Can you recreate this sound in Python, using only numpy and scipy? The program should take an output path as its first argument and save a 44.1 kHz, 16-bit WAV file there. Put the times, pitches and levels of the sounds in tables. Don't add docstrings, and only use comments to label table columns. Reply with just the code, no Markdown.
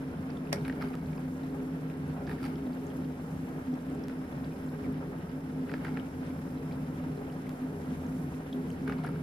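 import sys
import numpy as np
from scipy import signal
from scipy.fft import rfft, irfft, next_fast_len
from scipy.io import wavfile
from scipy.ndimage import uniform_filter1d

SR = 44100
rng = np.random.default_rng(int(sys.argv[2]) if len(sys.argv) > 2 else 0)


def master(y):
    cut = np.clip(np.atleast_2d(y).T, -1, 1)
    pcm = np.round(cut * 32767)
    wavfile.write(sys.argv[1], SR, pcm.astype(np.int16))


def attenuation_scalar(level_db):
    decades = np.asarray(level_db, float) / 20
    return 10 ** decades


N = 406602
PADDED = next_fast_len(N)
HZ = np.maximum(np.fft.rfftfreq(PADDED, 1 / SR), 1)


def rms_one(x):
    return x / np.sqrt(np.mean(x ** 2) + 1e-20)


def in_time(rows):
    s, *columns = np.transpose(rows)
    return [np.interp(np.arange(N) / SR, s, c) for c in columns]


def swells(rows, width_s):
    t = np.arange(0, N / SR + .01, .005)
    change_db = sum(db * np.exp(-.5 * ((t - s) / width_s) ** 2) for s, db in rows)
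    return in_time(np.transpose([t, change_db]))[0]


def drift(rate):
    r = np.exp(-80 * np.pi * rate / SR)
    chance = rng.standard_normal(N // 40 + 2002)
    slow = signal.lfilter([1], [1, -2 * r, r * r], chance)[2000:]
    return np.interp(np.arange(N) / 40, np.arange(len(slow)), rms_one(slow))


def at_hz(points):
    hz, value = np.transpose(points)
    return np.interp(np.log(HZ), np.log(hz), value)


def shaped(x, gain):
    return irfft(rfft(x, PADDED) * gain, PADDED)[..., :N]


def resonances(modes, steep):
    power = 0
    for hz, width, db in modes:
        detuning = (HZ - hz ** 2 / HZ) / width
        power = power + attenuation_scalar(2 * db) / (1 + detuning ** 2) ** steep
    return np.sqrt(power)


# f/Hz, likeness/1
LIKENESS = [(30, .95), (60, .989), (130, .997), (250, .96), (390, .72), (500, .9), (800, .62), (1100, .33),
            (3000, .3), (6000, .42), (15000, .3)]
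# f/Hz, left-right level/dB
BALANCE_DB = [(30, .5), (200, .2), (700, -.4), (2400, -.6), (4400, -1.2), (8000, .8), (14000, 1.5)]
PORT_LAG_S = 0.000234


def at_ports(direct, left, right, gain):
    alike = np.clip(at_hz(LIKENESS), 0, 1)
    late = np.exp(-2j * np.pi * HZ * PORT_LAG_S * np.clip(HZ / 800, 0, 1))
    shared = np.sqrt(alike) * rfft(direct, PADDED) * [np.ones_like(late), late]
    own = np.sqrt(1 - alike) * rfft([left, right], PADDED)
    tilt = attenuation_scalar(at_hz(BALANCE_DB) * [[.5], [-.5]])
    return rms_one(irfft((shared + own) * gain * tilt, PADDED)[:, :N])


def evened(x, size, share):
    power = np.mean(x ** 2, axis=0)
    level = uniform_filter1d(uniform_filter1d(power, size=size), size=size)
    return rms_one(x / (level + 0.028) ** (share / 2))


# t/s, left step/1, right step/1
JOINTS = [
    (.95356, -.028, -.022),
    (4.08386, .032, .034),
    (7.49321, .036, .019),
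]


def per_moment(values):
    return np.take(values, np.searchsorted([s for s, left, right in JOINTS], np.arange(N) / SR))


def joints():
    jumps = np.zeros((2, N))
    for s, left, right in JOINTS:
        jumps[:, round(s * SR)] = left, right
    return signal.lfilter([1], [1, -np.exp(-1 / (0.0007 * SR))], jumps + 1e-18)


# left t/s, right t/s, level/dB
ECHOES = [(.0031, .0038, -16), (.0074, .0066, -17), (.0123, .0139, -18), (.0197, .0181, -19),
          (.0283, .0307, -21)]


def kitchen(x):
    echoes = sum(attenuation_scalar(db) * np.exp(-2j * np.pi * HZ * [[left], [right]]) for left, right, db in ECHOES)
    return shaped(x, 1 + echoes / (1 + (500 / HZ) ** 4))


# f/Hz, level/dB
WHINE = [(9711, -86), (10022, -94), (10333, -85)]
WHINE_STOP_S = 7.49


def whine():
    t = np.arange(N) / SR
    lines = sum(attenuation_scalar(db + 3) * np.sin(2 * np.pi * hz * t + [[0], [.8]]) for hz, db in WHINE)
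    return lines * (t < WHINE_STOP_S)


# f/Hz, width/Hz, level/dB in each of the four moments
GAPS = [(5200, 740, -80, -78.5, -77, -80), (9300, 900, -81, -87, -87, -82),
        (10500, 700, -79, -89, -79.5, -85), (10770, 380, -93, -92, -93, -80),
        (11300, 450, -82, -81, -83.5, -81), (12560, 740, -83, -82, -82, -82)]


def gaps():
    white = rng.standard_normal((2, N))
    out = 0
    for hz, width, *levels_db in GAPS:
        breath = rms_one(shaped(white, resonances([(hz, width, 0)], steep=3.1)))
        out = out + attenuation_scalar(per_moment(levels_db) + 1.2 * drift(0.5)) * breath
    return out


def drops():
    out = np.zeros((2, N))
    for hz in np.geomspace(1500, 12500, num=10):
        sizes = attenuation_scalar(1.2 * np.minimum(rng.exponential(1, N), 3))
        born = (rng.random(N) < 14.0 / SR) * sizes
        sides = attenuation_scalar(rng.normal(0, 3.5, (2, N)))
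        r, w = attenuation_scalar(-60 * hz / (9.0 * SR)), 2 * np.pi * hz / SR
        poles = [1, -2 * r * np.cos(w), r * r]
        ring = signal.lfilter([0, np.sin(w)], poles, born * sides + 1e-18)
        level_db = -53 - 3.8 * np.log2(hz / 1500)
        out += attenuation_scalar(level_db) * signal.lfilter([1 - r, 0, r - 1], poles, ring)
    return out


def splashes(grain_db, flicker_db):
    sizes = attenuation_scalar(grain_db * np.minimum(rng.exponential(1, N), 6))
    swell = attenuation_scalar(flicker_db * (drift(32) + 0.6 * drift(13.5)))
    return rng.standard_normal((3, N)) * sizes * swell


# f/Hz, spectral level/dB per Hz
WASH = [(280, -7.5), (375, -9), (480, -5), (507, -5.5), (578, -3.5), (630, -8), (688, -6.5), (855, -7.5),
        (1050, -12.5), (1500, -12.5), (2110, -19), (2660, -23), (6500, -44), (8450, -60), (14300, -120)]
# f/Hz, spectral level/dB per Hz
MIST = [(3530, -6.5), (6000, 0), (9040, -4), (10700, 2), (13000, -4), (15200, -3.5), (16000, -24)]
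WASH_DB = [-47.5, -48.5, -48, -48]
MIST_DB = [-66, -66.5, -66.5, -66]
JET_SWAY_DB, JET_SWAY_PER_S = 0.93, 0.51


def jets():
    sway_db = JET_SWAY_DB * drift(JET_SWAY_PER_S)
    wash_db, mist_db = per_moment(WASH_DB) + 0.34 * sway_db, per_moment(MIST_DB) + sway_db
    out = 0
    for spectrum, level_db, grain_db, split_hz in ((WASH, wash_db, 1.5, 1800), (MIST, mist_db, 2.2, 9500)):
        below = 1 / (1 + (HZ / split_hz) ** 4)
        gain = attenuation_scalar(at_hz(spectrum))
        halves = [gain * np.sqrt(below), gain * np.sqrt(1 - below)]
        parts = [np.linalg.norm(h) * at_ports(*splashes(grain_db, flicker_db=1.71), h) for h in halves]
        out = out + attenuation_scalar(level_db) * rms_one(sum(parts))
    return out


# t/s, peak level/dB, centre f/Hz, rim against body level/dB
TOUCHES = [(0.6495, -38, 2300, -11), (0.68, -35, 1460, -4), (0.6978, -28.5, 1760, -25),
           (0.725, -39, 1500, -4), (0.845, -45, 1500, -2), (0.8167, -35, 1400, -12),
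           (0.8232, -29.5, 1440, -9), (0.934, -45, 2100, -14), (1.131, -46, 2000, -7),
           (1.899, -44.5, 2200, -16), (2.2946, -32, 1600, -16), (2.3294, -41, 1550, -16),
           (2.4019, -43, 1430, -14), (2.429, -38, 1310, -5), (2.4399, -36, 1210, -5),
           (2.4525, -38.5, 1920, -14), (2.48, -51, 2200, -10), (4.0966, -38, 1400, -9),
           (5.6865, -49, 2600, -6), (5.7155, -34.5, 1480, -8), (5.7386, -27.5, 1650, -16),
           (5.762, -48, 1700, -10), (5.78, -42, 1300, -10), (5.8525, -45, 2000, -7),
           (5.869, -37, 1500, -15), (5.9716, -31, 1530, -12), (8.8633, -51, 2000, -13),
           (8.8961, -26.5, 1400, -18), (8.9025, -44, 2300, -7), (8.9222, -33, 1740, -9),
           (8.981, -51, 2400, 0), (9.037, -42, 1500, -4), (9.0643, -42, 1790, -19), (9.076, -40, 1650, -16),
           (9.0895, -38, 1200, -15)]
# t/s, peak level/dB, centre f/Hz, rim against body level/dB
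SCUFFS = [(0.652, -38, 1420, -18), (0.809, -39, 1490, -11), (0.845, -52, 1370, -10), (0.87, -44, 1400, -10),
          (0.938, -39, 1290, -14), (2.2722, -39, 1550, -9), (2.3115, -37, 1600, -11),
          (2.458, -40, 1600, -3), (5.6932, -37, 1610, -10), (5.8465, -31.5, 1610, -8),
          (5.88, -38, 1610, -15), (8.8747, -32, 1490, -10), (8.926, -41, 1100, -6), (8.986, -41, 900, -11),
          (9.0458, -31, 1400, -21), (9.068, -37, 1510, -20), (9.156, -41.5, 1400, -13)]
# f/Hz, width/octave, level/dB
OVERTONES = [(2300, 0.4, -1.5), (3000, 0.82, -9.5), (4600, 0.64, -10.5)]
# f/Hz, width/octave, level/dB
RACK = [(800, 1, -8.5), (440, 0.4, -8)]
# t/s, level/dB, centre f/Hz, left-right level/dB
DRIPS = [(.303, -54.5, 4960, -9), (.37, -52.5, 3350, 3), (.471, -52, 2670, -7), (.569, -50, 2220, -8),
         (.65, -51, 3790, 8), (0.823, -50, 4700, 2), (1.178, -55, 2600, 2), (2.268, -56, 4700, 5),
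         (2.384, -47, 1740, -3), (2.557, -53, 3180, 3), (2.731, -57, 4300, 0), (3.049, -56, 3000, 1),
         (3.739, -57, 5300, 2), (4.038, -53.5, 5200, -5), (2.4295, -54, 4600, 0), (4.443, -55, 3600, 0),
         (4.854, -51, 2170, 1), (.611, -57, 4000, 0), (5.867, -41, 1580, 5), (5.997, -49, 3020, 12),
         (6.724, -55, 4450, 2), (2.452, -51, 4700, 0), (7.299, -55, 2920, 1), (7.467, -49.5, 2080, 3),
         (8.528, -43, 3400, 1), (8.703, -50.5, 3000, -1), (8.703, -60, 6500, 1), (8.983, -60, 3700, 2),
         (9.04, -36, 800, -2), (9.124, -60, 2200, 5),
         (.1705, -60, 3200, -1), (.886, -59, 4600, 0), (1.014, -63, 4200, 0), (1.06, -58, 4200, 0),
         (1.15, -64, 5200, 0), (1.178, -57, 5000, 0), (1.4336, -56, 3750, -1), (1.498, -61, 4100, 0),
         (1.972, -63, 8500, 0), (2.0787, -59, 10300, 2), (2.556, -57, 5000, 0), (2.6658, -57, 3520, 0),
         (2.902, -54, 3110, 0), (3.045, -59, 4510, 0), (3.739, -60, 3500, 0), (3.7544, -64, 7740, -1),
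         (3.79, -60, 3500, 0), (3.9005, -60, 8350, 0), (3.9494, -61, 7600, 0), (4.325, -60, 3700, 0),
         (4.446, -57, 4800, 1), (4.5226, -56, 2640, 0), (4.662, -62, 7500, 0), (4.69, -59, 4000, 0),
         (4.8434, -51, 2200, 1), (5.1846, -62, 2810, 0), (5.2939, -61, 4830, 0), (5.2939, -60, 2890, 0),
         (5.942, -61, 4200, 0), (6.305, -52, 2200, 2), (6.574, -60, 3800, -1), (6.712, -52, 2300, 0),
         (6.72, -58, 3200, 0), (6.9591, -58, 3300, -1), (7.17, -60, 4200, 0), (7.325, -60, 5000, 0),
         (8.065, -59, 6500, 0), (8.7026, -57, 8200, 1), (8.715, -57, 4800, 0), (8.824, -63, 5640, 0),
         (.809, -62, 4100, 0), (2.268, -56, 3900, 0), (5.972, -44, 2450, 2), (2.4625, -59, 6060, 0),
         (8.528, -58, 4460, 1), (9.065, -56, 5300, -1), (9.077, -57, 4300, 0)]
# t/s, level/dB, centre f/Hz, left-right level/dB
SPITS = [(0.68, -44.5, 10700, 3.0), (2.4523, -48, 9830, 2.5), (2.8669, -49.5, 6800, -2),
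         (2.9696, -51, 11300, 0.5), (4.925, -53, 11000, 2.0), (8.8777, -48, 10700, 2.5),
         (9.0414, -51, 10300, -5), (9.0638, -47.5, 10500, 3), (9.0887, -51, 10300, 0.5),
         (0.8175, -48, 11600, 0.5), (2.2942, -52, 10500, 2.5), (2.4324, -51, 9650, 1.5),
         (5.7149, -56, 7230, 2.5), (5.8471, -52, 11500, -0.5), (8.8972, -52, 10600, 2.0)]
TOUCH_DB, TOUCH_OCTAVES, TOUCH_PAN_DB, RIM_LATE_S = -5.5, 0.65, 3.0, 0.0004
DRIP_OCTAVES, SPIT_DB = 0.32, -6.5


def contacts_list():
    rows = []
    for table, sliding in ((TOUCHES, False), (SCUFFS, True)):
        all_pans = rng.normal(0, TOUCH_PAN_DB, (len(table), 1 + len(OVERTONES)))
        for (s, peak_db, hz, rim_db), pans in zip(table, all_pans):
            db = peak_db + TOUCH_DB
            rows.append((s, db, hz, TOUCH_OCTAVES, pans[0], sliding))
            for (rim_hz, octaves, up_db), pan_db in zip(OVERTONES, pans[1:]):
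                rows.append((s + RIM_LATE_S, db + rim_db + up_db, rim_hz, octaves, pan_db, sliding))
            for low_hz, octaves, low_db in RACK:
                rows.append((s, db + low_db, low_hz, octaves, 0, sliding))
    rows += [(s, db, hz, DRIP_OCTAVES, pan_db, False) for s, db, hz, pan_db in DRIPS]
    return rows + [(s, db + SPIT_DB, hz, DRIP_OCTAVES, pan_db, False) for s, db, hz, pan_db in SPITS]


TOUCH_T60_S, SCUFF_T60_S, SCUFF_RISE_S = 0.016, 0.035, 0.0016
FIRST_CONTACT = 5.5


def band_passed(x, order, edges_hz):
    return signal.sosfilt(signal.butter(order, edges_hz, "band", fs=SR, output="sos"), x)


def taps():
    rows, out, t = contacts_list(), np.zeros((2, N + 4000)), np.arange(4000) / SR
    tail = 0.044 * attenuation_scalar(-60 * t / 0.15)
    touch_fall = attenuation_scalar(-60 * t / TOUCH_T60_S) + tail
    scuff_fall = np.minimum(t / SCUFF_RISE_S, 1) * attenuation_scalar(-60 * t / SCUFF_T60_S) + tail
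    noises = rng.standard_normal((len(rows), 2, 4000))
    for (s, db, hz, octaves, pan_db, sliding), noise in zip(rows, noises):
        chatter = noise + .7 * noise[::-1]
        push = chatter * (scuff_fall if sliding else touch_fall)
        push[:, 0] = 0 if sliding else FIRST_CONTACT
        band_hz = hz * 2 ** (np.clip(octaves, .25, 2) * np.array([-.4, .4]))
        band = band_passed(push, 2, np.clip(band_hz, 200, .4 * SR))
        edge = band_passed(push, 3, [0.96 * hz, min(hz + 3800, .4 * SR)])
        burst = band + attenuation_scalar(-30) * signal.lfilter([.15], [1, -.85], edge)
        onset = burst[:, :300 if sliding else 200]
        burst = burst / np.sqrt(np.mean(onset ** 2, axis=1, keepdims=True))
        i = round(s * SR)
        out[:, i:i + 4000] += burst * attenuation_scalar(db - 4.0 + pan_db * np.array([[.45], [-.45]]))
    return out[:, :N]


# f/Hz, width/Hz, level/dB
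CROCKERY = [(845, 180, 9), (1400, 240, 6.5), (1700, 240, -20), (2200, 160, 4.5), (2950, 400, -9)]
# f/Hz, width/Hz, level/dB
CUTLERY = [(3600, 2000, -0.5), (4800, 430, 5), (9800, 2100, -2), (13500, 3700, -4.5)]
# t/s, crockery level/dB, cutlery level/dB
SWEEPS = [(.56, -44, -58), (.656, -42, -57), (.816, -36.5, -52), (2.298, -40, -50.5), (2.43, -51, -52.5),
          (2.456, -41, -51), (5.714, -45, -52), (5.85, -38, -54), (5.97, -44, -71), (8.88, -36.5, -60),
          (9.046, -44, -57), (9.156, -55, -68)]
SWEEP_RISE_DB_PER_S, CROCKERY_FALL_DB_PER_S, CUTLERY_FALL_DB_PER_S = 500, 107, 182


def rattle():
    t, level = np.arange(N) / SR, np.zeros((2, N))
    for s, *levels_db in SWEEPS:
        fall_db = np.outer([CROCKERY_FALL_DB_PER_S, CUTLERY_FALL_DB_PER_S], t - s)
        loss_db = np.maximum(SWEEP_RISE_DB_PER_S * (s - t), fall_db)
        level += attenuation_scalar(np.reshape(levels_db, (2, 1))) * attenuation_scalar(-loss_db)
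    struck = rng.random((3, N)) < 2500 / SR
    force = attenuation_scalar(2.6 * np.minimum(rng.exponential(1, (3, N)), 3))
    contacts = struck * rng.standard_normal((3, N)) * force
    crockery = attenuation_scalar(-9.0) * level[0] * at_ports(*contacts, resonances(CROCKERY, steep=1.6))
    cutlery = attenuation_scalar(-10.0) * level[1] * at_ports(*contacts, resonances(CUTLERY, steep=1.6))
    return crockery + cutlery


# f/Hz, spectral level/dB per Hz
KNOCK_COLOUR = [(250, -31), (560, 1), (1100, -10), (1750, -3), (2400, -5), (3800, -15), (5630, -9),
                (6750, -23), (8600, -16.5), (14200, -23), (15800, -30)]
# f/Hz, left-right level/dB
KNOCK_PAN = [(1000, -1), (2000, -3), (4400, -5.5), (8000, 0.5), (14000, 1.5)]
KNOCK_S, KNOCK_DB = .5275, -27


def knock():
    t = np.arange(N) / SR - KNOCK_S
    after, before = np.clip(t, 0, 1), np.clip(-t, 0, 1)
    colour = attenuation_scalar(at_hz(KNOCK_COLOUR) + at_hz(KNOCK_PAN) * [[.5], [-.5]])
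    bright = rms_one(shaped(rng.standard_normal((2, N)), colour))
    dull = signal.sosfilt(signal.butter(4, 2800, fs=SR, output="sos"), bright)
    snap = 1.1 * np.exp(-((t - .002) / .0017) ** 2)
    crack = (t >= 0) * (snap + 0.5 * attenuation_scalar(-60 * after / 0.058) + 0.049 * attenuation_scalar(-60 * after / 0.63))
    slide = (t < 0) * 0.5 * attenuation_scalar(-60 * before / 0.033)
    body = (t >= 0) * .5 * attenuation_scalar(-60 * after / 0.11)
    thud = .75 * np.sin(2 * np.pi * 560 * after) * attenuation_scalar(-60 * after / .1)
    return attenuation_scalar(KNOCK_DB) * (bright * crack + dull * (body + slide) + thud)


# f/Hz, width/Hz, level/dB
DOOR_MODE = [(408.7, 14.6, 0)]
# t/s, change of level/dB
SLAPS = [(.56, 13), (.85, 9.5), (1.3, -18), (1.57, 9.5), (2.0, 4.5), (2.3, 9), (2.6, 7.5), (2.88, 9.5),
         (3.4, -8), (4.0, 9), (4.6, 3), (4.85, 11.5), (5.1, 5.5), (5.7, 4.5), (5.95, 3), (6.6, 2),
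         (7.2, 10.5), (7.75, 10), (8.1, -3), (8.4, 3), (8.57, 9), (8.9, 9.5), (9.15, 8)]
DOOR_DB, SLAP_S = -55, 0.065


def door():
    ringing = at_ports(*rng.standard_normal((3, N)), resonances(DOOR_MODE, steep=1.24))
    return attenuation_scalar(DOOR_DB + swells(SLAPS, SLAP_S)) * evened(ringing, size=4000, share=0.79)


# t/s, change of boom level/dB
HEAVES = [(.2, 0.5), (.58, 2.5), (.95, -1.5), (1.17, 0.5), (1.45, -2), (2.1, 0), (2.3, 1.5), (2.8, -1.5),
          (3.3, 0), (3.8, -2.5), (4.2, -4), (4.65, -1.5), (5.05, 0.5), (5.4, -2.5), (5.9, 1), (6.35, 0),
          (6.8, 1.5), (7.1, 0.5), (7.6, -4), (8.15, 1), (8.47, -3.5), (8.85, 3.5), (9.1, 3)]
# t/s, dip of level/dB
LULLS = [(0.125, -10), (0.685, -7), (1.222, 0), (1.664, -2.5), (1.957, -2.5), (2.193, -1), (2.249, 0),
         (2.397, -4), (2.644, -13), (2.825, -5), (2.923, -2), (3.327, 0.5), (3.49, -7), (3.664, -8),
         (3.794, -8), (4.025, -12), (4.245, -10), (4.565, -12), (4.669, 0.5), (4.825, -14), (4.921, 0.5),
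         (5.293, -8), (5.488, -2), (5.658, -5), (5.791, -2), (6.025, -4), (6.132, -2), (6.218, -9),
         (6.333, -5), (6.465, -3), (6.594, -4), (6.812, 1), (6.989, -6), (7.236, -4), (7.374, -3),
         (7.576, -7), (7.773, -4), (7.939, -2), (8.068, -1), (8.252, 1.5), (8.372, -3), (8.522, -9),
         (8.696, -6), (8.764, -7), (8.912, -1)]
HEAVE_S, LULL_S = 0.074, 0.021
CABINET_HZ, CABINET_DB, CABINET_WAVER = 154.1, -43.5, 0.0291


def cabinet():
    turns = np.cumsum(CABINET_HZ * (1 + CABINET_WAVER * drift(11.6))) / SR
    level_db = CABINET_DB + swells(HEAVES, HEAVE_S) + 2.1 * swells(LULLS, LULL_S) + 2.0 * drift(15)
    return np.sqrt(2) * attenuation_scalar(level_db) * np.sin(2 * np.pi * turns + [[0], [-.08]])


# f/Hz, width/Hz, level/dB
LOW_BOOM = [(64.4, 11.6, -13), (86, 10.4, -8.5), (113, 18, -34), (159.6, 43, -7.5), (184, 70, -9.5)]
# f/Hz, width/Hz, level/dB
VANE_BAND = [(236, 19, -9), (262.5, 47, -4.5), (296, 11.6, -6.5)]
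# f/Hz, width/Hz, level/dB
UPPER_BOOM = [(340, 26.5, -3.5), (467.4, 30.5, -5)]
# t/s, change of load level/dB
SURGES = [(0, 3), (.18, -5), (.38, -1), (.72, 2), (1.18, -0.5), (1.72, 2.5), (2.0, 3.5), (2.23, -1.5),
          (2.68, 6.5), (2.87, 1), (3.0, 1), (3.27, -8.5), (3.4, 1), (3.62, -2.5), (3.72, 6.5), (3.82, -1.5),
          (3.97, 1.5), (4.65, 0), (4.89, 3.5), (5.27, -9), (5.75, 4.5), (5.85, -1.5), (5.96, 5.5),
          (6.11, -0.5), (7.19, -3), (7.63, 3), (7.91, 3), (8.45, -2.5), (8.58, 4), (9.15, 2), (.82, -0.5),
          (1.45, 2), (2.45, 0.5), (2.8, -1.5), (4.1, 1.5), (4.35, 1), (5.1, -5), (5.45, 1.5), (5.62, 3),
          (6.22, 2.5), (6.4, -0.5), (6.65, -0.5), (6.85, 1), (7.02, 2), (7.35, -3.5), (7.5, -1), (7.8, -5),
          (8.1, 0.5), (8.3, 1), (8.7, -1), (8.9, 2.5)]
# t/s, dip of level/dB
STUMBLES = [(0.141, -6), (0.481, -4), (0.583, -8.5), (1.018, -7.5), (1.136, -3), (1.567, -6),
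            (2.195, -11.5), (2.306, -9), (2.385, -4), (2.605, -4), (2.692, -5), (2.875, -4.5),
            (3.161, -11.5), (3.243, -3.5), (3.465, -4), (3.639, -8.5), (3.807, -5.5), (4.0, -3.5),
            (4.261, -6.5), (4.37, -4), (4.544, -4.5), (4.615, -3.5), (4.773, -10.5), (5.039, -7.5),
            (5.29, -10), (5.408, -9), (5.526, -3.5), (5.696, -5.5), (5.841, -9.5), (6.122, -10),
            (6.388, -6.5), (6.698, -5), (6.862, -10), (6.957, -8.5), (7.322, -3), (7.422, -7.5),
            (7.587, -9), (7.732, -6), (7.848, -3), (7.971, -8.5), (8.308, -12.5), (8.449, -8.5),
            (8.791, -9), (9.104, -6), (9.163, -10)]
SURGE_S, STUMBLE_S = 0.038, 0.013
LOW_BOOM_DB, VANE_DB, UPPER_BOOM_DB = -42, -41, -52.5
LOW_FOLLOWS, UPPER_FOLLOWS = -0.08, -0.034
LOW_SWAY_DB, VANE_SWAY_DB, UPPER_SWAY_DB, SLOSH_PER_S = 1.24, 0.83, 2, 7.4
PUMP_HZ, VANE_SHARE_DB, VANE_NOISE_DB = 51.75, 1.0, -3.5
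SLIP_HZ_PER_DB, VANE_LAG_RAD = 0.53, 0.13


def tub_band(modes):
    ringing = at_ports(*rng.standard_normal((3, N)), resonances(modes, steep=1.337))
    return evened(ringing, size=4000, share=0.49)


def tub():
    swing_db = swells(SURGES, SURGE_S)
    stumble_db = swells(STUMBLES, STUMBLE_S)
    slips = [(s, db * (-1) ** k) for k, (s, db) in enumerate(STUMBLES)]
    slip_hz = SLIP_HZ_PER_DB * swells(slips, STUMBLE_S)
    low_db = LOW_BOOM_DB + LOW_FOLLOWS * swing_db + swells(HEAVES, HEAVE_S) + LOW_SWAY_DB * drift(SLOSH_PER_S)
    vane_db = VANE_DB + swing_db + 1.12 * stumble_db + VANE_SWAY_DB * drift(SLOSH_PER_S)
    upper_db = UPPER_BOOM_DB + UPPER_FOLLOWS * swing_db + UPPER_SWAY_DB * drift(SLOSH_PER_S)
    turns = np.cumsum(PUMP_HZ * (1 + .011 * drift(14)) + slip_hz) / SR
    tone = np.sqrt(2) * attenuation_scalar(VANE_SHARE_DB) * np.sin(2 * np.pi * 5 * turns - [[0], [VANE_LAG_RAD]])
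    vane = tone + attenuation_scalar(VANE_NOISE_DB) * tub_band(VANE_BAND)
    return attenuation_scalar(low_db) * tub_band(LOW_BOOM) + attenuation_scalar(vane_db) * vane + attenuation_scalar(upper_db) * tub_band(UPPER_BOOM)


def scene():
    echoing = kitchen(gaps() + drops() + jets() + taps() + rattle() + knock())
    return whine() + echoing + door() + cabinet() + tub()


def roll_off(x):
    return signal.sosfilt(signal.butter(12, 16600, fs=SR, output="sos"), x)


OFFSET = -.0006
CUTOFF_HZ = 16050


def record(dry):
    bass_cut = signal.sosfilt(signal.butter(3, 40, "high", fs=SR, output="sos"), dry)
    stepped = bass_cut + joints() + OFFSET
    mix = signal.sosfilt(signal.cheby2(16, 60, CUTOFF_HZ, fs=SR, output="sos"), stepped)
    return roll_off(mix)


dry = scene()
out = record(dry)
master(out)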